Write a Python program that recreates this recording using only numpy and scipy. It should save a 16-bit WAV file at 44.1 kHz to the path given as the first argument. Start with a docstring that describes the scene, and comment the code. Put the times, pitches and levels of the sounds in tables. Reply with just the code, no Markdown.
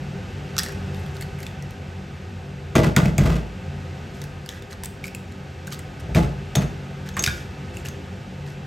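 """In a kitchen, close to a phone, eggs are knocked against a ceramic bowl on a steel worktop, thumbed open and stacked.
Soft blows ring damped modes of the worktop, and loose crockery rattles after them in random clicks.
Shells snap in short noise bursts and crackle in fine fractures; touches wake the bowl's pinging modes.
An extractor fan drones behind, noise lifted by duct and room resonances; all is in stereo, nearly alike left and right.
"""
import sys
import numpy as np
from scipy import signal
from scipy.fft import rfft, irfft
from scipy.io import wavfile
from scipy.ndimage import uniform_filter1d

SR = 44100
rng = np.random.default_rng(int(sys.argv[2]) if len(sys.argv) > 2 else 0)


def transcribe(signal):
    """Save signal, clipped to [-1, 1], as a 16-bit WAV file at the path in sys.argv[1]."""
    frames = np.atleast_2d(signal).T
    limited = np.clip(frames, -1, 1)
    pcm = np.round(limited * 32767).astype(np.int16)
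    wavfile.write(sys.argv[1], SR, pcm)


N = 381906  # samples

# Broad rush of the fan, its overall level set by FAN_DB.
# Each row: frequency in Hz, relative density in dB.
FAN_RUSH = [(25, -69), (45, -15.5), (110, -15), (210, -20.5), (320, -26.5), (600, -28.5), (1000, -34.5),
            (1600, -30.5), (2700, -32.5), (4000, -39), (6000, -43.5), (8500, -49.5), (12000, -56.5),
            (14000, -54.5), (15000, -68)]
# Duct and room resonances excited by the fan.
# Each row: centre in Hz, width in Hz, power added at the centre in dB relative to the rush.
DUCT_RESONANCES = [(55, 4.4, 3), (88.6, 9.1, 15.7), (143.44, 2.96, 22.6), (186.3, 7.3, 16.5),
                   (230.6, 6.7, 10.3), (281, 4.5, 11), (341.3, 5.4, 13.6), (369, 14, 2.6),
                   (395, 11.6, 16.6), (505.6, 23, 10.6), (533, 20, 6), (677, 9, 9.2), (722, 8.3, 3.6),
                   (761.4, 15.4, 13.4), (876, 71, 7.2), (1260, 24, 6.8), (1530, 67, 4.1), (2640, 38, 4.5)]
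# Snaps of the shell.
# Each row: start in seconds, shard peak in dB, shard pitch in Hz, hollow in dB above the shard, hollow pitch in Hz.
SNAPS = [(0.5667, -15, 2760, -12, 1400), (0.5814, -5.5, 5600, -15, 1410), (0.5882, -1.5, 5600, -20, 1730),
         (0.593, -9, 4900, -14, 1780), (0.6002, -17, 3900, -6, 1950), (0.608, -35, 5000, -20, 1300),
         (0.6235, -29, 3250, -14, 1800), (0.6341, -14.5, 8500, -22, 1750), (0.6369, -22, 4000, -8, 1850),
         (0.642, -28, 6700, -5, 1800), (0.65, -31, 8000, -4, 1850), (0.6624, -21.5, 4160, -5, 1880),
         (0.6695, -34, 4000, -1, 1800), (0.686, -27, 7300, -4, 1830), (0.692, -28, 3600, -2, 1800),
         (0.723, -34, 7000, -10, 1800), (0.9458, -32, 3700, -7, 1270), (1.063, -32, 3430, -10, 1540),
         (1.168, -27, 4170, -10, 1530), (1.2114, -25, 7260, -7, 2220), (1.224, -22.5, 4440, -8, 2160),
         (1.389, -39, 6500, 5, 2100), (1.404, -33, 6400, -2, 2120), (1.429, -29, 6500, -8, 2200),
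         (1.4315, -27, 5000, -7, 2120), (1.447, -40, 4500, -5, 2300), (1.4663, -22, 3450, -10, 2670),
         (1.6248, -28.5, 5650, -11, 2060), (1.708, -34, 6000, -10, 910), (2.754, -18.5, 6430, 7.5, 1300),
         (2.9642, -3.5, 6500, -5, 2160), (2.9656, -5, 3670, -6.5, 1450), (3.0571, -20, 5210, 0, 2430),
         (3.1812, -8.5, 7000, -9, 2150), (3.1815, -19, 3420, -5, 704), (4.217, -21, 3780, -14, 2070),
         (4.24, -26, 6120, -9, 1640), (4.4614, -28.5, 4930, -7, 1600), (4.4906, -16.5, 3700, -24, 2740),
         (4.623, -32, 3520, -14, 1990), (4.7291, -26, 4240, -6, 1350), (4.836, -21, 8140, -13, 900),
         (4.847, -25, 7340, -24, 2540), (4.8578, -19.5, 8300, -20, 2200), (5.041, -23, 3800, 2, 2300),
         (5.056, -30, 7000, -3, 2300), (5.069, -30, 7500, -12, 2300), (5.0807, -27.5, 5300, -3, 2470),
         (5.1489, -21, 7460, -6, 2700), (5.672, -27, 6900, -18, 2870), (5.6776, -31, 3680, 2, 1570),
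         (5.706, -33, 5000, -8, 2620), (5.7237, -21, 4000, -20, 1610), (5.726, -26, 5900, -7, 1270),
         (5.732, -21.5, 3830, -19, 1300), (5.739, -31, 8000, -11, 1900), (5.745, -28, 4200, -12, 1500),
         (5.7915, -28, 7860, -6.5, 2000), (6.1483, -16.5, 3800, 0.5, 2370), (6.5534, -12, 3640, -8, 710),
         (6.5544, -20, 5000, 0, 2060), (6.557, -7, 6500, -24, 1420), (7.0895, -22, 3470, -12, 1670),
         (7.168, -18.5, 7400, 3.5, 1800), (7.17, -26.5, 3500, 7, 1130), (7.194, -10, 5900, -18, 1130),
         (7.2253, -14.5, 7310, -23, 2100), (7.2388, -3.5, 6640, -27, 2940), (7.2407, -4.5, 4930, -8, 2760),
         (7.247, -12.5, 5800, -18, 2580), (7.263, -7, 3660, -13, 2500), (7.2756, -9.5, 3860, -4.5, 1590),
         (7.285, -23, 4000, -2, 2460), (7.297, -28, 3200, -2, 2400), (7.314, -31, 5500, 0, 1560),
         (7.77, -28, 7000, -1, 2690), (7.8583, -24, 5040, -5.5, 2820), (7.886, -21, 6400, -14, 1220)]
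# Fingers crush and rub the shells.
# Each row: start in seconds, length in seconds, crackle level at the grip in dB, crackle pitch in Hz,
# hollow in dB above the crackle.
RUBS = [(0.6, 0.15, -46, 3500, -12), (0.937, 0.3, -55.5, 9000, -3), (1.139, 0.091, -50, 4500, -10),
        (1.205, 0.044, -40.5, 7500, -6), (1.382, 0.18, -50, 8000, -14), (4.137, .11, -52, 6950, -11),
        (4.492, 0.14, -48, 5500, 4.5), (4.701, 0.058, -45, 4500, 1), (4.83, 0.054, -41.5, 7500, -3),
        (5.038, 0.065, -41, 6500, -16), (5.314, 0.022, -49, 8000, 1), (5.666, .03, -43, 8000, -6),
        (5.714, 0.058, -37.5, 4670, -11), (5.996, 0.023, -43.5, 8000, 3), (6.144, 0.094, -36, 3500, -8),
        (7.055, 0.077, -47, 5160, 4), (7.168, 0.025, -33, 1500, 2), (7.23, 0.28, -41.5, 5100, -4),
        (7.737, 0.12, -47.5, 6000, -19), (7.847, 0.045, -37.5, 6030, -7), (8.46, 0.11, -51, 5200, -1)]
# Knocks and bounces on the worktop.
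# Each row: start in seconds, boom peak in dB, boom centre in Hz, deep thud in dB above the boom,
# reference level of the rattle in dB, brightness of the rattle in dB.
KNOCKS = [(2.751, -7, 162, -28, -13, -0.5), (2.759, -18, 612, -20, -40, 0),
          (2.79, -13.5, 140, -6, -37, -13), (2.831, -12, 100, -11, -24, 3.5),
          (2.858, -10, 177, -21, -29, 1), (2.965, -6, 124, -16, -21, 3.5), (3.028, -13, 164, -10, -28, -2),
          (3.058, -9, 202, -13, -31.5, 3.5), (3.134, -23, 160, -4, -47, -4),
          (3.183, -6.5, 125, -11, -25, 0.5), (3.205, -10.5, 140, -14, -30.5, 0.5),
          (3.228, -19, 170, -10, -33, 0.5), (3.252, -8, 163, -12, -23, 0.5), (3.294, -18, 110, 3, -27, 3),
          (3.33, -27, 152, -8, -38, 3.5), (3.352, -16, 173, -14, -35.5, 4), (6.02, -23.5, 100, -6, -45, -4),
          (6.088, -22, 110, -2, -38, -10), (6.15, -7, 150, -4, -19.5, 0.5), (6.156, -20, 632, -22, -45, 0),
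          (6.172, -15, 187, -15, -30, -0.5), (6.175, -22, 644, -20, -45, 0),
          (6.186, -18, 185, -14, -40, -4), (6.224, -23, 110, -15, -35.5, 5),
          (6.252, -16, 164, -17, -51, -3), (6.555, -24, 400, 2, -27, 1), (6.565, -10, 118, -12, -28.5, -3),
          (6.603, -27, 644, -15, -38, 6), (6.611, -18.5, 151, -8, -41, 5), (7.168, -25, 140, -2, -35, 6.5),
          (7.269, -18, 142, -8, -46, 11.5)]
# Modes of the steel sheet. Each row: frequency in Hz, relative level in dB, free t60 in seconds.
WORKTOP_MODES = [(56.2, -5, 0.73), (72.3, 0, 0.17), (100, -1.5, 0.16), (140.3, 7, 0.14), (167.2, 0.5, 0.39),
                 (191.4, 1.5, 0.15), (239, -4.5, 0.11), (323, -14, 0.31), (404, -10.5, 0.26),
                 (454.5, -8, 0.14), (557, -14.5, 0.29), (621, -9, 0.15), (716, -15, 0.16),
                 (850, -21.5, 0.33), (920, -23, 0.13)]
# Resonances of the clattering crockery. 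Each row: centre in Hz, width in Hz, relative level in dB.
CLATTER_BANDS = [(1130, 760, 8), (1990, 92, 2.5), (2500, 150, -4)]
# Resonances of the treble sizzle. Each row: centre in Hz, width in Hz, relative level in dB.
SIZZLE_BANDS = [(3430, 5400, 6), (6500, 5800, -5), (12600, 12000, 7)]
# Sheet rattle, clatter and sizzle, in that order.
# Each row: level in dB above the knock's rattle, share of its brightness, t60 in seconds,
# first flash in dB above that level, flash t60 in seconds.
RATTLE_PARTS = [(-0.5, 0.14, 0.43, -9.5, 0.23), (-9, 1.22, 0.26, 2.5, 0.1), (-30, 1.2, 0.12, 12, 0.042)]
# An egg or shell touches the bowl.
# Each row: start in seconds, peak of the high modes in dB, then in dB above it the low modes and the middle modes.
PINGS = [(2.7531, -24, 3.5, -17), (2.9652, -36, 0, -3), (3.1797, -30, -1, -15), (6.1509, -43, 4, 0),
         (6.5585, -20.5, -16, -16), (7.1407, -39, -11, -14), (7.1926, -15.5, -31, -23),
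         (7.2384, -26, -9, -16), (7.2766, -34.5, 14.5, -4), (7.3053, -49.5, 0, 13), (7.885, -39, -15, -21)]
# Modes of the ceramic bowl. Each row: frequency in Hz, relative level in dB, t60 in seconds.
BOWL_MODES = [(1455, -3, .12), (1560, -5, .08), (1630, 0, .13), (2310, -4, .25), (2450, -2, .12),
              (3270, -9, .14), (3620, 0, .19), (3700, -10, .04), (6420, 0, .07), (6750, -6, .04),
              (7800, -12, .04)]
# Stereo spread between left and right. Each row: frequency in Hz, unrelated share in dB.
STEREO_SPREAD = [(40, -31), (90, -27), (180, -21.5), (350, -11), (700, -8.5), (1300, -1.5), (1900, -6.5),
                 (2600, -32), (7800, -33), (9000, -18.5), (16000, -12.5)]
# Phase between the left and right channel. Each row: frequency in Hz, lead of the right in radians.
RIGHT_LEAD = [(800, 0), (1400, -0.84), (2400, 0), (8000, 0), (10000, 3), (12300, 7), (14700, 10),
              (17000, 10.5)]
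# Level between the channels. Each row: frequency in Hz, left above right in dB.
LEFT_ABOVE_RIGHT = [(250, 0), (600, 2), (1200, -1.5), (2000, 0)]

FAN_DB = -33.5
# a snap's treble grows more slowly than its peak and rises with the shard's pitch
TREBLE_DB, TREBLE_PER_DB, TREBLE_DB_PER_OCTAVE, SHARD_HZ = -19.5, 0.8, 6.5, 5000
# crushed shell breaks into shards of many sizes; these rates and widths hold for each size
FRACTURES_PER_S, FRACTURE_SPREAD_DB, SHARD_WIDTH_PER_HZ = 400, 4.5, 0.082
SHARD_DB_PER_OCTAVE = -4  # away from the rub's pitch
SHELL_HOLLOW_HZ, SHELL_HOLLOW_WIDTH_HZ = 1740, 380
RUB_RISE_S, RUB_FADE_DB = 0.0052, -11.5  # grip, fall over the length of a rub
RUB_RELEASE = 0.46  # share of the rub spent letting go
DEEP_HZ, SHEET_HZ = 110, 300  # deep modes lie below the first, the rattling sheet above the second
BOOM_LAG_S = 0.00298  # the egg gives way before it loads the sheet
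BOOM_DB_PER_OCTAVE = -5  # where the blow lands favours the modes near its centre
THUMP_DB, THUMP_T60_S = 7, 0.068  # the spot under the blow thumps at the centre pitch, above the sheet's modes
SHAKE_DB, SHAKE_RISE_S, SHAKE_T60_S = -9, 0.0062, 0.45  # the worktop shudders after each knock
RATTLE_RISE_S = 0.0053
BOWL_MIDDLE_HZ, BOWL_HIGH_HZ = 3400, 5000  # borders between the bowl's groups of modes
ROOM_DB, ROOM_T60_S = -13.5, 0.42
BOTTOM_HZ, TOP_HZ = 37.5, 16300  # the sound is cut below and above


def undb(db):
    """Turn decibels into an amplitude factor."""
    return 10 ** (np.asarray(db) / 20)


def unit(x):
    """Scale to rms 1."""
    return x / np.sqrt(np.mean(x ** 2))


def on_log(hz, table):
    """Read (Hz, value) rows on a log frequency axis."""
    table_hz, values = np.transpose(table)
    return np.interp(np.log(hz + 1), np.log(table_hz), values)


def band(x, hz, width):
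    """Two-pole resonance, gain 1 at the centre."""
    return signal.lfilter(*signal.iirpeak(hz, hz / width, SR), x)


def bands(x, table):
    """Resonances side by side at their relative levels; rms 1."""
    return unit(sum(undb(db) * band(x, hz, width) for hz, width, db in table))


def ring(x, modes):
    """Damped modes struck by x, alternating in sign."""
    out = 0
    for k, (hz, db, t60) in enumerate(modes):
        radius = np.exp(-np.log(1000) / (t60 * SR))
        turn = 2 * np.pi * hz / SR
        poles = [1, -2 * radius * np.cos(turn), radius * radius]
        out = out + (-1) ** k * undb(db) * signal.lfilter([np.sin(turn)], poles, x)
    return out


def grains(per_s, spread_db):
    """Random clicks, most small and a few large; rms 1."""
    size_db = spread_db * np.minimum(rng.exponential(size=N), 2.5)
    size = undb(size_db) * rng.standard_normal(N)
    return unit(size * (rng.random(N) < per_s / SR))


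def walk(rate):
    """Slow random wander, rms 1, from steps drawn at the given rate and smoothed twice."""
    k = int(SR / rate)
    steps = np.repeat(rng.standard_normal(N // k + 1), k)
    return unit(uniform_filter1d(uniform_filter1d(steps, k), k)[:N])


def strike(times, peaks_db, modes, contact_s):
    """Blows of the given contact time on the modes, each ringing up to its peak level."""
    push = np.zeros(16384)
    contact = int(contact_s * SR) + 3
    push[:contact] = np.hanning(contact)
    response = ring(push, modes)
    response = response / np.abs(response).max()
    out = np.zeros(N + len(push))
    for s, db in zip(times, peaks_db):
        i = int(s * SR)
        out[i:i + len(push)] += undb(db) * response
    return out[:N]


def dying(times, db, t60, rise_s):
    """A level that builds up at each blow and dies away; blows add in power."""
    blows = np.zeros(N)
    blows[(times * SR).astype(int)] = undb(db) ** 2
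    power = signal.lfilter([1], [1, -undb(-120 / (t60 * SR))], blows)
    keep = np.exp(-1 / (rise_s * SR))
    return signal.lfilter([1 - keep], [1, -keep], np.sqrt(power))


def fan():
    """Air noise lifted by narrow duct and room resonances; the rush swells a little."""
    hz = np.fft.rfftfreq(N, 1 / SR)
    lift = 1 + sum(undb(db) ** 2 / (1 + (2 * (hz - f) / w) ** 2) for f, w, db in DUCT_RESONANCES)
    spectrum = rfft(rng.standard_normal(N)) * undb(on_log(hz, FAN_RUSH))
    rush = irfft(spectrum * np.sqrt(lift), N)
    return unit(rush) * undb(FAN_DB + 1.27 * walk(1.857))


def shells():
    """Each snap is one sharp break and a fading spray of fractures, coloured by the shard and the hollow half shell."""
    size = 2048
    out = np.zeros(N + size)
    t = np.arange(size) / SR
    noise = rng.standard_normal((len(SNAPS), size))
    for spray, (s, db, hz, hollow_db, hollow_hz) in zip(noise, SNAPS):
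        treble_db = TREBLE_DB + TREBLE_PER_DB * db + TREBLE_DB_PER_OCTAVE * np.log2(hz / SHARD_HZ)
        burst = 6 * (t == 0) + spray * (np.exp(-t / 0.0014) + 0.2 * np.exp(-t / 0.01))
        broad = band(band(burst, 3700, 6600), 5000, 7200)
        shard = band(burst, hz, 0.067 * hz) + undb(-7) * broad
        hollow = band(band(burst, hollow_hz, 0.14 * hollow_hz), hollow_hz, 0.73 * hollow_hz)
        treble = band(band(burst, 10000, 10000), 10000, 10000)
        # the treble level is that of its narrow middle
        middle = band(band(treble, 6900, 2500), 6900, 2500)
        parts = ((shard, shard, db), (hollow, hollow, db + hollow_db), (treble, middle, treble_db))
        i = int(s * SR)
        for part, gauge, part_db in parts:
            out[i:i + size] += undb(part_db) * part / np.abs(gauge).max()
    return out[:N]


def rubbing():
    """Fine fractures, each ringing a shard of its own size, and the hollow: a rub grips quickly, fades and lets go."""
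    out = np.zeros(N)
    pitches = np.geomspace(1500, 13000, 16)
    shards = np.array([unit(band(grains(FRACTURES_PER_S, FRACTURE_SPREAD_DB), hz, SHARD_WIDTH_PER_HZ * hz))
                       for hz in pitches])
    hollow = unit(band(grains(400, 2.7), SHELL_HOLLOW_HZ, SHELL_HOLLOW_WIDTH_HZ))
    airy = unit(band(grains(1500, 5), 11500, 6000))
    for s, length, db, hz, hollow_db in RUBS:
        now = slice(int(s * SR), int((s + length) * SR))
        t = np.arange(now.stop - now.start) / SR
        hold = np.clip(np.minimum(t / RUB_RISE_S, (length - t) / (RUB_RELEASE * length)), 0, 1)
        grip = hold * undb(db + RUB_FADE_DB * t / length)
        shard_gains = undb(SHARD_DB_PER_OCTAVE * np.abs(np.log2(pitches / hz)))
        crackle = unit(shard_gains @ shards[:, now])
        out[now] += grip * (crackle + undb(-14) * airy[now] + undb(hollow_db) * hollow[now])
    return out


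def worktop():
    """Soft blows and the shudder after them ring the steel sheet; loose crockery clatters and sizzles along."""
    deep = [m for m in WORKTOP_MODES if m[0] < DEEP_HZ]
    low = [m for m in WORKTOP_MODES if m[0] < SHEET_HZ]
    high = [m for m in WORKTOP_MODES if m[0] >= SHEET_HZ]
    s, db, boom_hz, deep_db, rattle_db, bright_db = np.transpose(KNOCKS)
    # an egg is a soft hammer
    late = s + BOOM_LAG_S
    boom = strike(late, db + deep_db, deep, contact_s=0.0046)
    for at, peak_db, centre in zip(late, db, boom_hz):
        modes = [(hz, mode_db + BOOM_DB_PER_OCTAVE * abs(np.log2(hz / centre)), t60)
                 for hz, mode_db, t60 in WORKTOP_MODES[len(deep):]]
        thump = (centre, THUMP_DB, THUMP_T60_S)
        boom = boom + strike([at], [peak_db], modes + [thump], contact_s=0.0014)
    # the low modes need some cycles to build up
    shake = unit(ring(rng.standard_normal(N), low))
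    out = boom + shake * dying(late, db + SHAKE_DB, SHAKE_T60_S, SHAKE_RISE_S)
    # the rattle comes in uneven bumps
    rattle = grains(2500, 1.8) * undb(1.1 * walk(45))
    # hands and bowls damp the sheet while it rattles
    sheet = unit(ring(rattle, [(hz, mode_db, 0.098 * t60) for hz, mode_db, t60 in high]))
    parts = (sheet, bands(rattle, CLATTER_BANDS), bands(rattle, SIZZLE_BANDS))
    for part, (part_db, share, t60, flash_db, flash_t60) in zip(parts, RATTLE_PARTS):
        level_db = rattle_db + part_db + share * bright_db
        level = dying(s, level_db, t60, RATTLE_RISE_S)
        flash = dying(s, level_db + flash_db, flash_t60, RATTLE_RISE_S)
        out = out + part * (level + flash)
    return out


def bowl():
    """Where and how hard the ceramic is touched decides which group of modes wakes."""
    s, db, low_db, middle_db = np.transpose(PINGS)
    low = [m for m in BOWL_MODES if m[0] < BOWL_MIDDLE_HZ]
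    middle = [m for m in BOWL_MODES if BOWL_MIDDLE_HZ < m[0] < BOWL_HIGH_HZ]
    high = [m for m in BOWL_MODES if m[0] > BOWL_HIGH_HZ]
    return (strike(s, db, high, contact_s=0)
            + strike(s, db + middle_db, middle, contact_s=0)
            + strike(s, db + low_db, low, contact_s=0))


def room(near):
    """The kitchen's short tail: coloured noise dying away after a brief gap, of energy 1 before its level."""
    t = np.arange(int(0.5 * SR)) / SR
    tail = band(rng.standard_normal(len(t)), 2800, 6900)
    tail = tail * np.exp(-np.log(1000) * t / ROOM_T60_S) * (t > 0.004)
    tail = tail / np.sqrt(np.sum(tail ** 2))
    return undb(ROOM_DB) * signal.fftconvolve(near, tail)[:N]


def scene():
    """Near sounds with the kitchen's short tail over the fan, the same left and right."""
    drone = fan()
    near = shells() + rubbing() + worktop() + bowl()
    air = near + room(near) + drone
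    return np.array([air, air])


def record(dry):
    """Left and right share most sound, differ by a scattered part and drift apart in treble phase; peaks round off."""
    hz = np.fft.rfftfreq(N, 1 / SR)
    t = np.arange(8192) / SR
    scatter = rng.standard_normal(len(t)) * np.exp(-t / 0.05)
    scatter = scatter / np.sqrt(np.sum(scatter ** 2))
    unlike = undb(on_log(hz, STEREO_SPREAD)) * rfft(scatter, N)
    # half the phase lead and half the level difference go to each channel
    turn = np.exp(0.5j * on_log(hz, RIGHT_LEAD)) / undb(on_log(hz, LEFT_ABOVE_RIGHT) / 2)
    left_right = np.array([(1 + unlike) / turn, (1 - unlike) * turn])
    stereo = irfft(rfft(dry) * left_right, N)
    stereo = signal.sosfilt(signal.butter(4, BOTTOM_HZ, "high", fs=SR, output="sos"), stereo)
    rounded = np.tanh(0.8 * stereo) / 0.8
    return signal.sosfilt(signal.ellip(8, 0.2, 70, TOP_HZ, fs=SR, output="sos"), rounded)


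dry = scene()
out = record(dry)
transcribe(out)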